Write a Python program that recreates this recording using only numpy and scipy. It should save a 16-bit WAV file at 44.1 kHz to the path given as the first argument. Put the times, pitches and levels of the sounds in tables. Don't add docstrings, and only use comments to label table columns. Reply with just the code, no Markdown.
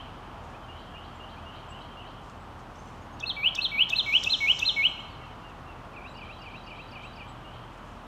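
import sys
import numpy as np
from scipy import signal
from scipy.fft import rfft, irfft, next_fast_len
from scipy.io import wavfile
from scipy.ndimage import uniform_filter1d

SR = 44100
rng = np.random.default_rng(int(sys.argv[2]) if len(sys.argv) > 2 else 0)


def to_wav(sig):
    pcm = np.clip(np.atleast_2d(sig), -1, 1) * 32767
    pcm = np.round(pcm).astype(np.int16)
    wavfile.write(sys.argv[1], SR, pcm.T)


N = 355867
WIDE = next_fast_len(N + SR)
LEAD = WIDE - N

# t/ms, f/Hz, level/dB
ZIP_NOTE = [(11, 1400, -33), (18, 2500, -27), (23, 3450, -22), (25, 3850, -12), (30, 3300, -8)]
CHIP_NOTE = [(45, 2530, -14), (52, 2600, -10), (59, 2700, -2)]
ARCH_NOTE = [(79, 3650, -14), (85, 4040, -8), (91, 4200, -6), (98, 4250, -6), (110, 4090, -4),
             (119, 3600, -2), (125, 3240, -3), (134, 3060, -5)]
HOLD_RISE_NOTE = [(186, 2275, -10), (196, 2270, -7), (214, 2232, -6), (238, 2232, -10.5), (250, 2390, -3),
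                  (260, 2630, -4), (271, 2850, -1), (288, 3100, 4.5), (300, 3370, -8)]
# t/s of arch, hold and rise, level/dB of arch, hold, rise and zip,
# pitch shift/%, end cut short/ms, ground echo delay/ms
WREN_PHRASES = [(-.312, -.222, -.137, -31, -30, -28, -32, -.3, .1, 4.16),
                (3.2871, 3.3774, 3.4672, -27.5, -24, -23, -32, 1.5, .1, 4.17),
                (3.6388, 3.7281, 3.8144, -23, -22.5, -21, -24, .6, .1, 4.17),
                (3.9830, 4.0728, 4.1581, -20.5, -22, -20.5, -20.5, -.3, .1, 4.17),
                (4.3233, 4.4170, 4.5059, -20.5, -20.5, -21, -20.5, -1.1, 6, 4.16),
                (4.6779, 4.7752, 4.8576, -21, -21, -22, -23, -1.5, 5, 4.14)]
# multiple of its pitch, level/dB, level/dB on the arch (beak wide open)
WREN_OVERTONES = [(2, -50, -39), (3, -52, -43), (4, -49, -60), (5, -45, -60), (6, -46, -60)]
# f/Hz, level/dB
OVERTONE_COLOUR = [(4000, -6), (5500, 0), (7000, -6), (8400, .5), (9400, -14), (11000, -9), (12800, 4),
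                   (15500, -.5)]
# delay/ms, level/dB
HARD_ECHOES = [(1.1, -15), (2.7, -12), (20.9, -22), (138.5, -25)]

def wren():
    middles_ms = (105, 195, 280)
    attack_ms, release_ms = 4.2, 3.8
    zip_bright_db, zip_rolloff_db, zip_rasp = 51, 13, 2.5
    notes = [np.transpose(note) for note in (ZIP_NOTE, CHIP_NOTE, ARCH_NOTE, HOLD_RISE_NOTE)]
    path_ms, path_hz, _ = np.hstack(notes)
    loudest_arch_db = np.max(WREN_PHRASES, axis=0)[3]
    t = np.arange(SR // 2) / SR
    out = np.zeros(WIDE)
    for row in WREN_PHRASES:
        times, levels_db, (zip_db, shift_percent, cut_ms, echo_ms) = row[:3], row[3:6], row[6:]
        start = times[0] - middles_ms[0] / 1000
        end = times[2] + (500 - middles_ms[2]) / 1000
        place_ms = np.interp(start + t, [start, *times, end], [0, *middles_ms, 500])
        shift = np.interp(place_ms, [60, 90, 240, 265], [0, 1, 1, 0]) * shift_percent / 100
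        pitch = uniform_filter1d(np.interp(place_ms, path_ms, path_hz) * (1 + shift), size=130)
        effort_db = np.interp(place_ms, [ZIP_NOTE[-1][0], CHIP_NOTE[0][0], *middles_ms],
                              [zip_db, levels_db[0], *levels_db])
        shape = sum(np.interp(place_ms, [at[0] - attack_ms, *at, at[-1] + release_ms], [0, *undb(db), 0])
                    for at, _, db in notes)
        shape *= np.clip((path_ms[-1] + release_ms - cut_ms - place_ms) / release_ms, 0, 1)
        gain = np.sqrt(2) * undb(effort_db) * uniform_filter1d(shape, size=40)
        in_zip = np.interp(place_ms, [22, 26], [1, 0])
        in_arch = place_ms > CHIP_NOTE[-1][0] + release_ms
        in_arch &= place_ms < HOLD_RISE_NOTE[0][0] - attack_ms
        phase = 2 * np.pi * np.cumsum(pitch) / SR
        tone = np.sin(phase)
        rasp = .12 * noise_band(0, 220)[:len(t)] + .18 * noise_band(0, 1500)[:len(t)]
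        for k, usual_db, arch_db in WREN_OVERTONES:
            level_db = np.where(in_arch, arch_db, usual_db) + db_at(k * pitch, OVERTONE_COLOUR)
            level_db += .25 * (k - 2) * (effort_db - loudest_arch_db)
            level_db += in_zip * (zip_bright_db - zip_rolloff_db * (k - 2))
            share = undb(level_db) * (shape + .02) ** -.45
            flutter = 1 + (k - 1 + zip_rasp * in_zip) * rasp
            tone += flutter * share * (k * pitch < .45 * SR) * np.sin(k * phase)
        ground_echo = undb(-5) * delayed(gain * np.sin(phase), echo_ms)
        add(out, gain * tone + ground_echo, start)
    return out + sum(undb(db) * np.roll(out, int(ms * SR / 1000)) for ms, db in HARD_ECHOES)


# t/s, length/ms, first f/Hz, middle f/Hz, last f/Hz, level/dB, roughness (0-1)
RIVAL_PHRASE = [(.008, 32, 2700, 2400, 2250, -8, .1), (.038, 40, 2800, 2420, 2350, 0, .1),
                (.085, 27, 2200, 2400, 2750, -7, .1), (.118, 38, 2200, 2550, 2870, 0, .1),
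                (.148, 32, 3650, 3950, 4020, -9, .2), (.183, 30, 3700, 3930, 4000, -14, .1),
                (.217, 22, 4850, 4550, 4450, -15, .1), (.247, 22, 5700, 4750, 4450, -12, .1),
                (.280, 18, 4600, 4500, 4400, -19, .1)]
SLOW_PHRASE = [(-.04, 50, 1700, 1700, 1680, -5, .2), (0, 32, 2250, 2500, 2650, 0, .1),
               (.2, 60, 2400, 2150, 1850, -9, .3)]
DEEP_PHRASE = [(-.008, 28, 2800, 2830, 2880, -1.5, .3), (.022, 26, 2850, 3000, 3050, 0, .3),
               (.05, 80, 3150, 3130, 3150, -7, .7), (.08, 36, 3100, 3950, 4800, -11, .25),
               (.16, 70, 3100, 3150, 3150, -10, .8)]
# first t/s, last t/s, first level/dB, last level/dB, phrases, break-off t/s
RIVAL_RUNS = [(5.921, 7.158, -44, -44, 6, 7.24)]
SLOW_RUNS = [(.535, 1.365, -53, -53, 3, 1.7)]
DEEP_RUNS = [(.688, 1.973, -48.5, -48.5, 6, 2.4), (6.15, 7.445, -50, -51, 6, 7.7)]

def songbirds():
    return song(RIVAL_PHRASE, RIVAL_RUNS), song(SLOW_PHRASE, SLOW_RUNS), song(DEEP_PHRASE, DEEP_RUNS)


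def song(phrase, runs):
    rows = []
    for first, last, first_db, last_db, count, stop in runs:
        for start, run_db in np.linspace((first, first_db), (last, last_db), count):
            rows += [(start + t, *path, db + run_db, rough)
                     for t, *path, db, rough in phrase if start + t < stop]
    return whistles(rows)


def whistles(rows):
    out = np.zeros(WIDE)
    flutter = noise_band(0, 250) + 1j * noise_band(0, 250)
    for start, ms, first, middle, last, db, rough in rows:
        along = np.linspace(-1, 1, int(ms * SR / 1000))
        pitch = middle + along * (last - first) / 2 + along ** 2 * ((first + last) / 2 - middle)
        voice = 1 - rough + rough * flutter[LEAD + int(start * SR):][:len(along)] / np.sqrt(2)
        wave = np.imag(voice * np.exp(2j * np.pi * np.cumsum(pitch) / SR))
        add(out, np.sqrt(2) * undb(db) * (1 - along ** 2) ** .7 * wave, start)
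    return out


# f/Hz, width/Hz, level/dB
THROAT_BANDS = [(5600, 900, 0), (6800, 1000, -5), (7600, 600, -18)]

def chatter():
    start_s, puffs, puff_ms, gap_ms, slowing_ms = 3.93, 26, 15, 32.9, 11.1
    rasp = unit(sum(undb(db) * noise_band(hz, width) for hz, width, db in THROAT_BANDS))
    along = np.linspace(0, 1, puffs)
    uneven_time, uneven_level = rng.standard_normal((puffs, 2)).T
    after_ms = (puffs - 1) * (gap_ms * along + slowing_ms * along ** 3 / 3) + 1.5 * uneven_time
    level_db = -46.5 - 45 * (along - .52) ** 2 + .8 * uneven_level
    return bursts(zip(start_s + after_ms / 1000, np.full(puffs, puff_ms), level_db), rasp)


CALL_SHAPES = {"slur": (95, -30, -250, .2), "fall": (55, 250, -200, .2), "flat": (45, -15, -20, .2),
               "peep": (28, -350, 100, .1), "tseep": (45, -300, -100, .7)}
# t/s, kind, middle f/Hz, level/dB
CALLS = [(.62, "flat", 3100, -56), (1.15, "peep", 7400, -68), (1.5, "slur", 2700, -57),
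         (1.685, "tseep", 7800, -60), (1.72, "slur", 2800, -55), (1.96, "slur", 2750, -55),
         (2.03, "flat", 1950, -60), (2.4, "tseep", 7950, -69), (2.745, "peep", 5600, -66),
         (2.78, "peep", 6250, -61), (2.865, "peep", 6100, -67), (3.012, "peep", 6650, -66),
         (3.125, "peep", 6550, -65), (3.59, "flat", 1700, -56), (4.88, "tseep", 7800, -64),
         (4.99, "peep", 7300, -67), (5.09, "fall", 4450, -62), (5.2, "fall", 2000, -58),
         (5.205, "slur", 2720, -55), (5.425, "slur", 2800, -53), (5.65, "slur", 2740, -54),
         (6.09, "tseep", 7600, -67), (6.35, "fall", 3250, -58), (7.04, "peep", 7900, -67),
         (7.275, "tseep", 7800, -61)]

def single_calls():
    rows = []
    for start, kind, hz, db in CALLS:
        ms, first, last, rough = CALL_SHAPES[kind]
        rows.append((start, ms, hz + first, hz, hz + last, db, rough))
    return whistles(rows)


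# t/s, length/ms, level/dB
LEAF_STIRS = [(.45, 22, -63), (.505, 25, -63), (2.27, 90, -67), (2.60, 30, -63), (2.85, 260, -67),
              (5.5, 20, -67), (7.035, 18, -64), (7.74, 20, -67), (7.78, 20, -66), (7.9, 110, -69)]

def leaves():
    hiss = noise_band(6000, 2800)
    grains = undb(5 * noise_band(0, 300))
    return bursts(LEAF_STIRS, unit(hiss * grains))


def tree_echo(x):
    near_fade_s, far_fade_s, scatter_hz = .32, 1.4, (2100, 15000)
    t = np.arange(2 * SR) / SR
    fade = undb(-60 * t / near_fade_s) + undb(-9.5 - 60 * t / far_fade_s)
    tail = rng.standard_normal(len(t)) * fade * np.minimum(t / .006, 1)
    tail /= np.sqrt(np.sum(tail ** 2))
    tail = signal.lfilter(*signal.butter(1, scatter_hz, "band", fs=SR), tail)
    return signal.fftconvolve(x, tail)[:len(x)]


# f/Hz, level/dB
TRAFFIC_COLOUR = [(30, -35), (50, -8), (100, -5), (160, -8), (250, -10), (450, -15), (800, -10),
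                  (1200, -11), (1700, -21), (2200, -26), (3000, -25), (3800, -33), (8000, -45),
                  (15500, -55)]

def traffic():
    hz = np.fft.rfftfreq(WIDE, 1 / SR)
    spectrum = rfft(rng.standard_normal(WIDE)) * undb(db_at(hz, TRAFFIC_COLOUR))
    octave = np.log2(np.maximum(hz, 1) / 20)
    swell = drift(.6)
    out = np.zeros(WIDE)
    for k in range(11):
        part = irfft(spectrum * np.clip(1 - np.abs(octave - k), 0, 1), WIDE)
        out += part * undb(.3 * swell + .6 * drift(2.5))
    return undb(-44.5) * unit(out)


# f/Hz, width/Hz (ignored for the first, a pure tone), level/dB
HUM_PARTS = [(40.5, 1., -54), (81.5, 4., -57), (120., 5., -57), (240., 4., -64)]

def hum():
    low_hz, _, low_db = HUM_PARTS[0]
    gain = np.sqrt(2) * undb(low_db + .8 * drift(8))
    tone = gain * np.sin(2 * np.pi * low_hz * np.arange(WIDE) / SR)
    return tone + sum(undb(db) * noise_band(hz, width) for hz, width, db in HUM_PARTS[1:])


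def bursts(rows, noise):
    gate = np.zeros(WIDE)
    for middle, ms, db in rows:
        along = np.linspace(-3, 3, int(3 * ms * SR / 1000))
        add(gate, undb(db) * np.exp(-along ** 2), middle - 1.5 * ms / 1000)
    return noise * gate


def noise_band(hz, width):
    offset = np.fft.rfftfreq(WIDE, 1 / SR) - hz
    bell = np.exp(-(offset / width) ** 2) * (np.abs(offset) < 3 * width)
    spectrum = rng.standard_normal((len(offset), 2)) @ [1, 1j]
    return unit(irfft(spectrum * bell, WIDE))


def drift(steps_per_s):
    steps = uniform_filter1d(rng.standard_normal(200), size=2) * np.sqrt(2)
    return np.interp(np.arange(WIDE) * steps_per_s / SR, np.arange(200), steps)


def undb(db):
    return 10 ** (np.asarray(db, float) / 20)


def unit(x):
    return x / np.sqrt(np.mean(x ** 2))


def db_at(hz, table):
    table_hz, table_db = np.transpose(table)
    return np.interp(np.log(np.maximum(hz, 1)), np.log(table_hz), table_db)


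def add(out, x, start_s):
    i = LEAD + int(start_s * SR)
    out[i:i + len(x)] += x[:len(out) - i]


def delayed(x, ms):
    hz = np.fft.rfftfreq(len(x), 1 / SR)
    return irfft(rfft(x) * np.exp(-2j * np.pi * hz * ms / 1000), len(x))


def scene():
    near = wren()
    rival, slow_singer, deep_singer = songbirds()
    far = rival + slow_singer + single_calls() + leaves()
    deep = deep_singer + undb(-2.5) * chatter()
    direct = near + far + undb(-2.5) * deep
    echo = tree_echo(undb(-9.5) * near + undb(-6) * far + undb(3.5) * deep)
    return (direct + echo + traffic() + hum())[None, LEAD:]


def record(dry):
    top_hz = 15520
    return signal.sosfilt(signal.ellip(10, .2, 80, top_hz, fs=SR, output="sos"), dry)


dry = scene()
out = record(dry)
to_wav(out)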